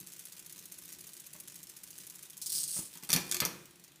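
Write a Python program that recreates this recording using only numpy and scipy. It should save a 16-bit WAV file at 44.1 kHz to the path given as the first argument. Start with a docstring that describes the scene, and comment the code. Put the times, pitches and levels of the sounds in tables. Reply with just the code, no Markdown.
"""A small, bare workshop; one small microphone close to a bicycle pedalled by hand on a repair stand.
At first the chain whirrs and ticks over the sprockets, above the low hum of frame and stand.
From 2.4 s it rasps along the cassette as the derailleur swings across and bumps its stop.
Just after 3 s it drops onto the small cogs with sharp clacks and slaps that shake the frame,
then runs on quietly."""
import sys
import numpy as np
from scipy import signal
from scipy.fft import rfft, irfft
from scipy.io import wavfile

SR = 44100
rng = np.random.default_rng(int(sys.argv[2]) if len(sys.argv) > 2 else 0)


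def materialize(psi):
    """Save the field psi as 16-bit PCM at rate SR to the path in sys.argv[1].

    A 1-D psi becomes a single channel; in a 2-D psi each row is a channel.
    """
    bounded = np.clip(np.atleast_2d(psi).T, -1, 1)
    quanta = np.round(bounded * 32767).astype(np.int16)
    wavfile.write(sys.argv[1], SR, quanta)


N = 4 * SR
TIME = np.arange(N) / SR
# Single links settling on a cog. Each row: start in seconds, relative level in dB.
SETTLING_LINKS = [(0.101, -49), (0.121, -44), (0.22, -61), (0.27, -46), (0.497, -45), (0.639, -47.5),
                  (0.741, -49), (0.758, -54), (0.815, -56), (0.836, -49), (0.879, -50), (0.903, -48),
                  (0.992, -46.5), (1.167, -43), (1.237, -63), (1.351, -50), (1.363, -46), (1.387, -51),
                  (1.435, -50.5), (1.499, -47), (1.543, -47.5), (1.59, -49), (1.67, -45), (1.788, -50),
                  (1.813, -56), (1.884, -57), (1.962, -48.5), (2.004, -47), (2.024, -49), (2.048, -52),
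                  (2.185, -51), (2.205, -67), (2.258, -49), (2.332, -46), (2.934, -62), (2.938, -44),
                  (2.954, -43), (2.973, -43), (2.979, -52), (3.026, -45), (3.035, -38.5), (3.041, -53),
                  (3.048, -42), (3.065, -65), (3.656, -48), (3.709, -52.5), (3.757, -51.5), (3.797, -52),
                  (3.839, -47), (3.846, -50), (3.879, -51.5), (3.919, -54), (3.959, -54)]


def amp(db):
    """Decibels to gain."""
    return 10 ** (np.asarray(db) / 20)


def unit_rms(x):
    """Scale to unit power."""
    return x / np.sqrt(np.mean(x ** 2) + 1e-20)


def at_hz(points, hz):
    """Read a table on a log-frequency axis."""
    f, value = np.transpose(points)
    return np.interp(np.log(np.maximum(hz, 1)), np.log(f), value)


def level(curve):
    """Gain over time from rows of seconds and dB."""
    return amp(np.interp(TIME, *np.transpose(curve)))


def high_pass(x, hz, order=2):
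    """Roll off what lies below hz."""
    return signal.sosfilt(signal.butter(order, hz, "high", fs=SR, output="sos"), x + 1e-18)


def colour(x, spectrum):
    """Minimum-phase filter with the given spectrum; white noise keeps its power."""
    size = 2 * N
    gain = unit_rms(amp(at_hz(spectrum, np.fft.rfftfreq(size, 1 / SR))))
    cepstrum = irfft(np.log(gain))
    cepstrum[1:N] *= 2
    cepstrum[N + 1:] = 0
    return irfft(rfft(x, size) * np.exp(rfft(cepstrum)))[:N]


def noise(spectrum):
    """Steady noise of unit power with the given spectrum."""
    return unit_rms(colour(rng.standard_normal(N), spectrum))


def contacts(rows, decay_s):
    """Each contact sets off a dense, quickly dying clatter of small parts."""
    out, t = np.zeros(N + SR), TIME[:SR // 10]
    for s, db in rows:
        start = int(np.clip(s * SR, 0, N))
        out[start:start + len(t)] += amp(db) * np.exp(-t / decay_s) * rng.standard_normal(len(t))
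    return out[:N]


def struck_modes(rows, modes):
    """Every blow strikes all modes, each with a strength of its own."""
    starts, db = np.transpose(rows)
    out = np.zeros(N)
    for hz, mode_db, t60 in modes:
        blows = np.zeros(N)
        blows[(starts * SR).astype(int)] = amp(db + mode_db + rng.standard_normal(len(starts)))
        radius, angle = np.exp(-np.log(1000) / (t60 * SR)), 2 * np.pi * hz / SR
        feedback = [1, -2 * radius * np.cos(angle), radius ** 2]
        out += signal.lfilter([0, np.sin(angle)], feedback, blows + 1e-18)
    return out


def in_workshop(x, room_db):
    """Add strong early reflections and a tail that dulls; each spot on the bicycle has its own echoes."""
    # Reverberation of the bare room. Each row: frequency in Hz, seconds to fall 60 dB.
    room_t60 = [(100,0.49),(400,0.56),(1500,0.57),(4000,0.41),(8000,0.32),(15000,.27)]
    gap_s, early_db, early_decay_s = 0.0019, 7, 0.0078
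    t, hz = TIME[:SR], np.fft.rfftfreq(SR, 1 / SR)
    white = rfft(rng.standard_normal(SR))
    centres = np.geomspace(100, 16000, 9)
    echoes = np.zeros(SR)
    for centre, share in zip(centres, np.eye(len(centres))):
        band = irfft(white * at_hz(np.c_[centres, share], hz))
        echoes += band * amp(-60 * t / at_hz(room_t60, centre))
    echoes *= (t > gap_s) * (1 + amp(early_db) * np.exp(-t / early_decay_s))
    return x + amp(room_db) * signal.fftconvolve(x, unit_rms(echoes) / np.sqrt(SR))[:N]


def room_tone():
    """The faint, steady hiss of the workshop."""
    # Each row: frequency in Hz, relative level in dB.
    spectrum = [(30, -9), (300, -2.5), (1000, -2), (4000, -0.5), (15000, -41.5)]
    return amp(-68) * noise(spectrum)


def drive_hum():
    """The drive hums through frame and stand."""
    # Swell of the hum. Each row: time in seconds, level in dB.
    swell = [(0,-59),(.12,-66),(.27,-68),(.55,-65),(.75,-66),(1.0,-63.5),(1.28,-67.5),(1.38,-63.5),(1.75,-67),(1.97,-65),(2.35,-69),(2.6,-60.5),(2.9,-74.5),(3.55,-59),(3.75,-66),(4,-67)]
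    # Tone of frame and stand. Each row: frequency in Hz, relative level in dB.
    spectrum = [(25,-37),(45,-17),(70,-10),(100,-14.5),(145,-1.5),(175,1.5),(225,-12.5),(290,-8),(355,-5.5),(450,-19),(800,-36),(2000,-33)]
    return level(swell) * noise(spectrum)


def running_chain():
    """Rollers seat one after another with uneven strength, over a soft whirr; some links click louder."""
    # Swell of the running chain. Each row: time in seconds, relative level in dB.
    swell = [(0,-57),(.4,-57),(.85,-55.5),(1.3,-57.5),(1.8,-59.5),(2.1,-55),(2.35,-59.5),(2.8,-54.5),(3.0,-58),(3.5,-47),(3.75,-56.5),(4,-59)]
    # Tone of rollers on teeth. Each row: frequency in Hz, relative level in dB.
    spectrum = [(200,-10),(500,-6),(900,-9),(1600,-3),(2100,-2.5),(2700,-0.5),(4500,-0.5),(6000,2.5),(8200,4),(10000,2.5),(13000,-0.5),(15500,2)]
    links, links_per_s, jitter_links, spread_db, whirr_db = 400, 118, 0.3, 4.5, -9.5
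    lateness, strength = rng.standard_normal((links, 2)).T
    starts = (np.arange(links) + jitter_links * lateness) / links_per_s
    rollers = unit_rms(contacts(zip(starts, spread_db * np.clip(strength, -2, 2)), decay_s=0.0044))
    whirr = amp(whirr_db) * rng.standard_normal(N)
    clicks = amp(3) * high_pass(contacts(SETTLING_LINKS, decay_s=0.003), hz=2190, order=1)
    return colour(level(swell) * (rollers + whirr) + clicks, spectrum)


def link_pings():
    """Each clicking link rings briefly at a pitch of its own."""
    low_hz, high_hz, decay_s, gain_db = 2400, 11600, 0.0077, -12.5
    out, t = np.zeros(N + SR), TIME[:SR // 10]
    for s, db in SETTLING_LINKS:
        hz = low_hz * (high_hz / low_hz) ** rng.random()
        ping = np.exp(-t / decay_s) * np.sin(2 * np.pi * hz * t)
        start = int(s * SR)
        out[start:start + len(t)] += amp(db + gain_db) * ping
    return out[:N]


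def tooth_ticks():
    """The chain catches on teeth of the large sprocket and rebounds: bright double ticks."""
    # Each row: start in seconds, relative level in dB, rebound delay in seconds, rebound level in dB.
    ticks = [(0.0013, -41, 0.0088, -41.5), (0.0657, -47, 0.0057, -40.5), (0.1295, -45, 0.006, -45),
             (0.192, -41, 0.0032, -41), (0.2533, -40.5, 0.0039, -41.5), (0.3228, -42.5, 0.0031, -46.5),
             (0.3938, -42, 0.0034, -42), (0.4618, -43, 0.0039, -43.5), (0.525, -42, 0.0032, -44),
             (0.5901, -41.5, 0.0031, -43), (0.6557, -42.5, 0.0028, -41), (0.721, -39, 0.0045, -44),
             (0.7837, -44.5, 0.0031, -41), (0.85, -48, 0.0063, -43), (0.9261, -40.5, 0.0079, -43),
             (1.0073, -43, 0.0033, -42), (1.069, -43, 0.0049, -43.5), (1.1337, -42, 0.0055, -44),
             (1.1993, -41.5, 0.0039, -41), (1.265, -42, 0.0042, -42), (1.3313, -43.5, 0.0036, -40.5),
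             (1.4008, -39, 0.0045, -40.5), (1.476, -43, 0.0059, -39), (1.5563, -42.5, 0.0044, -40),
             (1.6307, -41, 0.0065, -42), (1.6923, -46, 0.005, -43), (1.7659, -41.5, 0.0033, -43.5),
             (1.835, -41.5, 0.0038, -41), (1.9054, -43, 0.0046, -43.5), (1.9802, -41.5, 0.0054, -40.5),
             (2.068, -41, 0.0045, -43), (2.0994, -41, 0.0066, -44.5), (2.152, -44, 0.0049, -41.5),
             (2.2265, -43.5, 0.0041, -40), (2.299, -43.5, 0.0053, -41), (2.3694, -42.5, 0.0072, -39)]
    # Tone of a tick. Each row: frequency in Hz, relative level in dB.
    spectrum = [(300,-21),(1000,-22),(2500,-9),(4500,-7),(5800,-3),(6400,4),(7200,0.5),(9500,1.5),(11100,5.5),(12200,1),(15000,-2.5)]
    catches = [(s, db) for s, db, _, _ in ticks]
    rebounds = [(s + delay, db) for s, _, delay, db in ticks]
    return amp(2) * colour(contacts(catches + rebounds, decay_s=0.0027), spectrum)


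def shifting_rasp():
    """The chain grates across the cassette, thinner in tone as it reaches the smaller cogs."""
    # Links scraping the sides of the sprockets. Each row: start in seconds, relative level in dB.
    scrapes = [(2.416,-34),(2.4605,-31.5),(2.496,-31.5),(2.5205,-29.5),(2.538,-32.5),(2.552,-30.5),(2.566,-32),(2.581,-29.5),(2.600,-31.5),(2.612,-37.5),(2.632,-30.5),(2.678,-35.5),(2.690,-36.5),(2.708,-34),(2.727,-36.5),(2.737,-36),(2.753,-33.5),(2.764,-37),(2.773,-35),(2.789,-34),(2.823,-45),(2.851,-47)]
    # Tone on the larger cogs, then on the smaller. Each row: frequency in Hz, relative level in dB.
    large_spectrum = [(500,-34),(2000,-24),(3000,-17),(4400,1.5),(5300,2),(7000,-4),(8800,3.5),(10000,1),(12000,-6.5),(15500,-1.5)]
    small_spectrum = [(500,-22),(2000,-33),(3000,-16.5),(4400,-9.5),(6000,-6),(7300,-2),(8300,5),(9800,2.5),(12000,-8),(15500,-8.5)]
    delays_s = 0.006 * (1 + 0.15 * rng.uniform(-0.81, 1, len(scrapes)))
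    rebounds = [(s + delay, db) for (s, db), delay in zip(scrapes, delays_s)]
    hits = contacts(scrapes + rebounds, decay_s=0.0025)
    travel = np.interp(TIME, [scrapes[0][0], scrapes[-1][0]], [0, 1])
    large = colour(hits * (1 - travel), large_spectrum)
    small = colour(hits * travel, small_spectrum)
    return amp(3) * (in_workshop(large, room_db=3.5) + in_workshop(small, room_db=3.5))


def derailleur_stop():
    """The derailleur swings against its stop with one damped knock."""
    # The blow. One row: start in seconds, relative level in dB.
    blow = [(2.791,-41)]
    # Derailleur modes. Each row: frequency in Hz, relative level in dB, seconds to fall 60 dB.
    modes = [(131,-14,0.047),(234,-1.5,0.037),(334,1.5,0.055),(554,-17,0.025),(880,-11,0.048)]
    return in_workshop(struck_modes(blow, modes), room_db=-4.5)


def chain_slaps():
    """The slack chain slaps: a loose knock of many links, and the thud of the jolted frame under it."""
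    # Each row: start in seconds, relative levels of knock and thud in dB.
    slaps = [(1.35,-59.5,-61),(2.55,-71,-57.5),(2.764,-52.5,-53.5),(2.785,-57.5,-50),(2.955,-57.5,-61),(3.029,-54.5,-55.5),(3.094,-42,-48.5),(3.131,-45,-37.5),(3.15,-39,-32.5),(3.166,-36.5,-39.5),(3.344,-46,-73),(3.418,-33,-34),(3.427,-38,-40),(3.456,-40.5,-43)]
    # Tone of the knock. Each row: frequency in Hz, relative level in dB.
    spectrum = [(25,-28),(60,-9),(100,-4),(160,0.5),(400,1.5),(700,-3.5),(1300,-2),(2400,-5),(5000,-14),(12000,-46)]
    # Dull modes of frame and stand. Each row: frequency in Hz, relative level in dB, seconds to fall 60 dB.
    modes = [(128,-28,0.056),(151,-4,0.1),(176,2,0.13),(197,-6,0.11),(250,-11,.06),(305,-24,0.05),(348,-15,0.11)]
    starts, knock_db, thud_db = np.transpose(slaps)
    knocks = amp(1.5) * colour(contacts(zip(starts, knock_db), decay_s=0.0091), spectrum)
    thuds = amp(-1.5) * high_pass(struck_modes(np.c_[starts, thud_db], modes), hz=130)
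    return in_workshop(knocks, room_db=1.5) + in_workshop(thuds, room_db=-3.5)


def cog_clacks(spots=4):
    """The chain drops onto a cog and the cage snaps after it; spokes and cassette ring on faintly."""
    # Steel contacts, shared among spots along the drive. Each row: start in seconds, relative level in dB.
    clacks = [(3.091,-32),(3.096,-35),(3.103,-26.5),(3.106,-29.5),(3.1181,-27),(3.1298,-18),(3.1324,-22.5),(3.1371,-18),(3.1623,-20.5),(3.279,-44),(3.314,-25),(3.323,-27),(3.345,-25),(3.3675,-29),(3.4028,-21),(3.409,-30),(3.4516,-25),(3.458,-29.5)]
    # Tone of a clack. Each row: frequency in Hz, relative level in dB.
    spectrum = [(150,-10),(500,-13),(1300,-10.5),(1750,-3.5),(2030,-11),(2400,-1),(2900,-6.5),(3500,2),(4000,-6),(4450,4.5),(5150,-1.5),(5600,3),(6800,1.5),(8000,-2.5),(8850,2),(10400,1),(11100,-1.5),(12000,-2.5),(13600,1.5),(15300,-8.5)]
    # Spoke and cassette modes. 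Each row: frequency in Hz, relative level in dB, seconds to fall 60 dB.
    modes = [(190,-15,0.54),(355.6,2,0.97),(1190,5,0.18),(1673,-8,0.35),(1742,7.5,0.18),(2230,3,0.24),(2340,0.5,0.35),(2426,2.5,.65),(2480,-3.5,0.8),(3180,2,0.27),(3540,-13,0.34),(3450,0,.3),(4260,8,0.26),(4800,-10,.4),(5000,-8,.35)]
    hits = sum(in_workshop(contacts(clacks[k::spots], decay_s=0.0019), room_db=-4) for k in range(spots))
    return amp(3.5) * colour(hits, spectrum) + amp(-34) * struck_modes(clacks, modes)


def scene():
    """The running drive and the gear change over hum and room tone, in mono from beside the stand."""
    chain = in_workshop(running_chain() + link_pings(), room_db=-4)
    ticks = in_workshop(tooth_ticks(), room_db=-7.5)
    gear_change = shifting_rasp() + derailleur_stop() + cog_clacks() + chain_slaps()
    return (chain + ticks + gear_change + drive_hum() + room_tone())[None]


def record(dry):
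    """The small microphone loses the deep bass; the top is cut steeply."""
    low_cut_hz, high_cut_hz = 56, 15400
    top_cut = signal.ellip(10, 0.2, 80, high_cut_hz, fs=SR, output="sos")
    return signal.sosfilt(top_cut, high_pass(dry, low_cut_hz))


dry = scene()
out = record(dry)
materialize(out)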